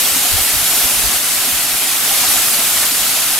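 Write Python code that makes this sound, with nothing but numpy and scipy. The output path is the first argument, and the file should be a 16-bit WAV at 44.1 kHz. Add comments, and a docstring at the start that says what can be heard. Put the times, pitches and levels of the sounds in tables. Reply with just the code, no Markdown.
"""Waterfall into a rock pool

A bright rush of spray, made of flickering noise, with a dense patter of ringing drops, lies over
the hollow noise roar and gurgle of the plunge. The rush dips near 1.2 s and peaks near 2.3 s.
Noise bursts slap the pool, and gliding sines gulp as trapped air.
Puffs of air from the fall, made of low noise, buffet the two microphone ports."""
import sys
import numpy as np
from scipy import signal
from scipy.fft import rfft, irfft, next_fast_len
from scipy.io import wavfile
from scipy.ndimage import uniform_filter1d

SR = 44100
rng = np.random.default_rng(int(sys.argv[2]) if len(sys.argv) > 2 else 0)


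def log_audio(samples):
    """Write samples as a 16-bit WAV file to the path given in sys.argv[1]."""
    # one column per channel
    frames = np.atleast_2d(samples).T
    # limit to full scale, then quantise
    limited = np.clip(frames, -1, 1)
    pcm = np.round(limited * 32767).astype(np.int16)
    wavfile.write(sys.argv[1], SR, pcm)


N = 149499


def spray(level_db):
    """Countless tiny impacts merge to a hiss, with ringing drops in it; the treble swings most."""
    # tone of the spray: (frequency [Hz], relative level per Hz [dB])
    spray_tone = [(40, -21), (150, -18.5), (600, -17.5), (950, -11.5), (1350, -3.5), (1800, -6), (2900, -2),
                  (4200, -1.35), (6000, -1.5), (7500, -0.5), (9500, 0.5), (11300, 2.5), (12600, 1.1),
                  (14200, -3), (15800, -9.5)]
    drops_db, fat_drops_db = -15, -15  # against the hiss
    hiss = rms_one(churn(flicker_db=0.82, rate_hz=9.8, count=36))
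    drops = grains(per_s=2400, cycles=50, spread_db=3.5, low_hz=2194, high_hz=14700, count=48)
    fat_drops = grains(per_s=380, cycles=180, spread_db=2, low_hz=1692, high_hz=4606, count=56)
    mix = hiss + from_db(drops_db) * drops + from_db(fat_drops_db) * fat_drops
    rush = colour(mix, spray_tone)

    # the coarse splash below this pitch takes only a share of the rush's swing
    splash_top_hz, splash_follows = 4500, 0.57
    low_pass = signal.butter(2, splash_top_hz, fs=SR, output="sos")
    splash = signal.sosfiltfilt(low_pass, rush)
    fine_spray = rush - splash
    steadier = from_db((splash_follows - 1) * (level_db - level_db.mean()))

    trim_db, surge_db, surge_rate_hz = 1.49, 0.29, 25
    surging_db = trim_db + level_db + surge_db * drift(surge_rate_hz)
    return (fine_spray + steadier * splash) * from_db(surging_db)


def plunge(swing_db):
    """Clouds of air driven under water roar; single bubbles ring above them."""
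    # tone of the roar: (frequency [Hz], relative level per Hz [dB])
    roar_tone = [(25, -7), (80, -10.5), (120, -4), (165, -7), (270, 0.5), (340, -4.5), (430, -4), (520, -5),
                 (620, -0.5), (740, 1.5), (900, -3), (1400, -5), (3000, -19)]
    roar_db, bubbles_db = -30, -34
    follows = 0.97  # share of the rush's swing
    roar = colour(churn(flicker_db=1.1, rate_hz=9.2, count=18), roar_tone)
    bubbles = grains(per_s=600, cycles=38, spread_db=2, low_hz=735, high_hz=3866, count=36)
    gurgle = from_db(roar_db) * roar + from_db(bubbles_db) * bubbles
    return gurgle * from_db(follows * swing_db)


def slaps():
    """A heavier clump of water lands with a short burst of splash."""
    # clumps hitting the pool: (time [s], level [dB])
    clumps = [(2.225, -28), (2.365, -26), (2.59, -25), (2.825, -22)]
    # tone of the bursts: (frequency [Hz], relative level per Hz [dB])
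    slap_tone = [(250, -17), (700, -6), (1350, -2.5), (2300, -2), (4000, -11), (9000, -27)]
    force = sum(from_db(db) * swell(start_s, rise_s=0.012)[1] for start_s, db in clumps)
    return force * colour(rng.standard_normal((2, N)), slap_tone)


def gulps():
    """A big pocket of air swells and dies away, rising a little in pitch."""
    # pockets of trapped air: (time [s], starting pitch [Hz], level [dB])
    air_pockets = [(0.16, 267, -26), (.25, 722, -22), (.378, 760, -25), (.587, 1366, -26),
                   (1.138, 720, -30), (2.088, 745, -32), (2.11, 797, -21), (2.23, 976, -25),
                   (2.355, 715, -23.5), (2.378, 1350, -24), (2.587, 253, -32), (2.601, 694, -30),
                   (2.918, 258, -28)]
    rise_s, glide_per_s = 0.0057, 0.22  # glide as a share of the starting pitch
    out = np.zeros(N)
    for start_s, hz, db in air_pockets:
        age, envelope = swell(start_s, rise_s)
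        cycles = hz * age * (1 + glide_per_s * age / 2) + rng.random()
        out += from_db(db) * envelope * np.sin(2 * np.pi * cycles)
    return out


def wind(swing_db):
    """Low turbulence, separate at each port: a faint draught and short puffs."""
    # puffs of air on the ports: (time [s], length [s], left level [dB], right level [dB])
    puffs = [(0.107, .05, -48, -31), (0.313, 0.066, -18.5, -33), (0.38, .055, -26, -33),
             (0.522, 0.08, -32, -25.5), (.58, .075, -38, -31), (0.83, 0.039, -28.5, -36),
             (0.955, 0.071, -27.5, -33), (1.017, 0.09, -23, -38), (1.134, 0.043, -33, -42),
             (1.515, 0.061, -30, -66), (1.73, 0.036, -32, -42.5), (2.354, 0.076, -53, -30.5),
             (2.985, 0.066, -38.5, -38)]
    # tone of the buffeting: (frequency [Hz], relative level per Hz [dB])
    buffet_tone = [(15, -17), (35, -1.5), (65, 4.5), (100, -10), (170, -15.5), (300, -60), (900, -72)]
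    draught_db, draught_follows = -52, 3.9  # multiple of the rush's swing
    t = np.arange(N) / SR
    force = np.ones((2, 1)) * from_db(draught_db + draught_follows * swing_db)
    for start_s, length_s, left_db, right_db in puffs:
        shape = np.sin(np.pi * np.clip((t - start_s) / length_s, 0, 1))
        puff = from_db([[left_db], [right_db]]) * shape
        force = np.hypot(force, puff)  # unrelated airs add in power
    eddies = colour(rng.standard_normal((2, N)), buffet_tone)
    # even out the eddies over 25 ms, so that the puffs set the level
    local_level = np.sqrt(uniform_filter1d(eddies ** 2, size=1100) + 1e-6)
    return force * eddies / local_level


def stereo_blend(pair):
    """Blend the pair by frequency: nearly mono in the bass, mostly wider in the treble."""
    # stereo image: (frequency [Hz], likeness [0-1], left's phase lead [rad], left minus right [dB])
    image = [(200, 1, 0, 0), (800, .998, 0, 0), (1250, .99, 0, 0), (1600, .925, 0, 0), (2200, .92, 0, 0),
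             (2750, .59, .25, -.4), (3800, .44, .53, .9), (4500, .37, .4, 2), (6400, .38, .1, .8),
             (7300, .61, .15, -.4), (9300, .54, .45, -1.3), (10400, .47, .75, -1.6), (12800, .47, .85, -.7),
             (15500, .22, .55, 2.2)]
    size = next_fast_len(N)
    alike, lead, pan_db = at_hz(image, np.fft.rfftfreq(size, 1 / SR))
    alike = np.clip(alike, 0, .9995)
    mid, side = rfft(pair, size) * np.sqrt([(1 + alike) / 2, (1 - alike) / 2])
    turn = from_db(pan_db / 2) * np.exp(.5j * lead)  # half the difference on each channel
    left, right = (mid + side) * turn, (mid - side) / turn
    return irfft(np.array([left, right]), size)[:, :N]


def churn(flicker_db, rate_hz, count):
    """Two unrelated noises, split into bands; each band flickers on its own, alike in both noises."""
    size = next_fast_len(N)
    white = rfft(rng.standard_normal((2, size)))
    edges = np.geomspace(150, 13000, count - 1)
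    band = np.searchsorted(edges, np.fft.rfftfreq(size, 1 / SR))
    out = np.zeros((2, N))
    for k in range(count):
        noise = irfft(white * (band == k), size)[:, :N]
        out += noise * from_db(flicker_db * drift(rate_hz))
    return out


def grains(per_s, cycles, spread_db, low_hz, high_hz, count):
    """Random rings of uneven size and direction at count pitches, falling 60 dB in so many cycles."""
    out = np.zeros((2, N))
    for hz in np.geomspace(low_hz, min(high_hz, .45 * SR), count):
        born = np.flatnonzero(rng.random(N) < per_s / count / SR)
        size, angle = rng.random((2, N))[:, born]
        strength = from_db(-spread_db * np.log(size + 0.0043))  # a few stand far out
        direction = np.array([np.cos(2 * np.pi * angle), np.sin(2 * np.pi * angle)])
        clicks = np.full((2, N), 1e-18)
        clicks[:, born] = strength * direction
        # a two-pole resonator rings at each click
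        r = from_db(-60 * hz / (cycles * SR))
        w = 2 * np.pi * hz / SR
        out += signal.lfilter([np.sqrt(w), 0, -np.sqrt(w)], [1, -2 * r * np.cos(w), r * r], clicks)
    return rms_one(out)


def swell(start_s, rise_s):
    """Seconds since an event, and its envelope: a quick rise and a slower fall."""
    age = np.clip(np.arange(N) / SR - start_s, 0, 1)
    return age, age / rise_s * np.exp(1 - age / rise_s)


def drift(rate_hz):
    """Slow random wander of spread 1: low-passed noise, drawn at every 40th sample."""
    r = np.exp(-80 * np.pi * rate_hz / SR)
    steps = rng.standard_normal(N // 40 + 2002)
    slow = signal.lfilter([1], [1, -2 * r, r * r], steps)[2000:]  # drop the filter's start
    return np.interp(np.arange(N) / 40, np.arange(len(slow)), rms_one(slow))


def colour(x, spectrum):
    """Filter a sound by a spectrum and bring it to unit power."""
    size = next_fast_len(N)
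    db, = at_hz(spectrum, np.fft.rfftfreq(size, 1 / SR))
    return rms_one(irfft(rfft(x, size) * from_db(db), size)[..., :N])


def at_hz(points, hz):
    """The columns of a table, read on a log-frequency axis."""
    f, *columns = np.transpose(points)
    return [np.interp(np.log(hz + 1), np.log(f), c) for c in columns]


def rms_one(x):
    """Scale to unit power."""
    return x / np.sqrt(np.mean(x ** 2) + 1e-20)


def from_db(db):
    """Decibels to gain."""
    return 10 ** (np.asarray(db) / 20)


def scene():
    """The fall with its slaps, blended in stereo, then the gulps and the air on the ports."""
    # level of the rush: (time [s], level before the spray's trim [dB])
    rush_level = [(0, -14.5), (.62, -15), (.75, -14), (.92, -14.5), (1.02, -15), (1.15, -15), (1.2, -17.5),
                  (1.38, -15.5), (1.6, -16.5), (2.01, -16.5), (2.055, -15), (2.32, -13), (2.46, -15),
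                  (2.85, -14.5), (2.9, -16), (3.39, -15.5)]
    level_db = np.interp(np.arange(N) / SR, *np.transpose(rush_level))
    swing_db = level_db - level_db.mean()
    water = stereo_blend(spray(level_db) + plunge(swing_db) + slaps())
    return water + gulps() + wind(swing_db)


def record(dry):
    """The highest peaks are rounded and the top is cut steeply."""
    headroom, cutoff_hz = .9, 15800
    rounded = dry / (1 + (dry / headroom) ** 10) ** (1 / 10)
    low_pass = signal.firwin(601, cutoff_hz, fs=SR, window="blackman")
    return signal.fftconvolve(rounded, low_pass[None], "same", axes=1)


dry = scene()
out = record(dry)
log_audio(out)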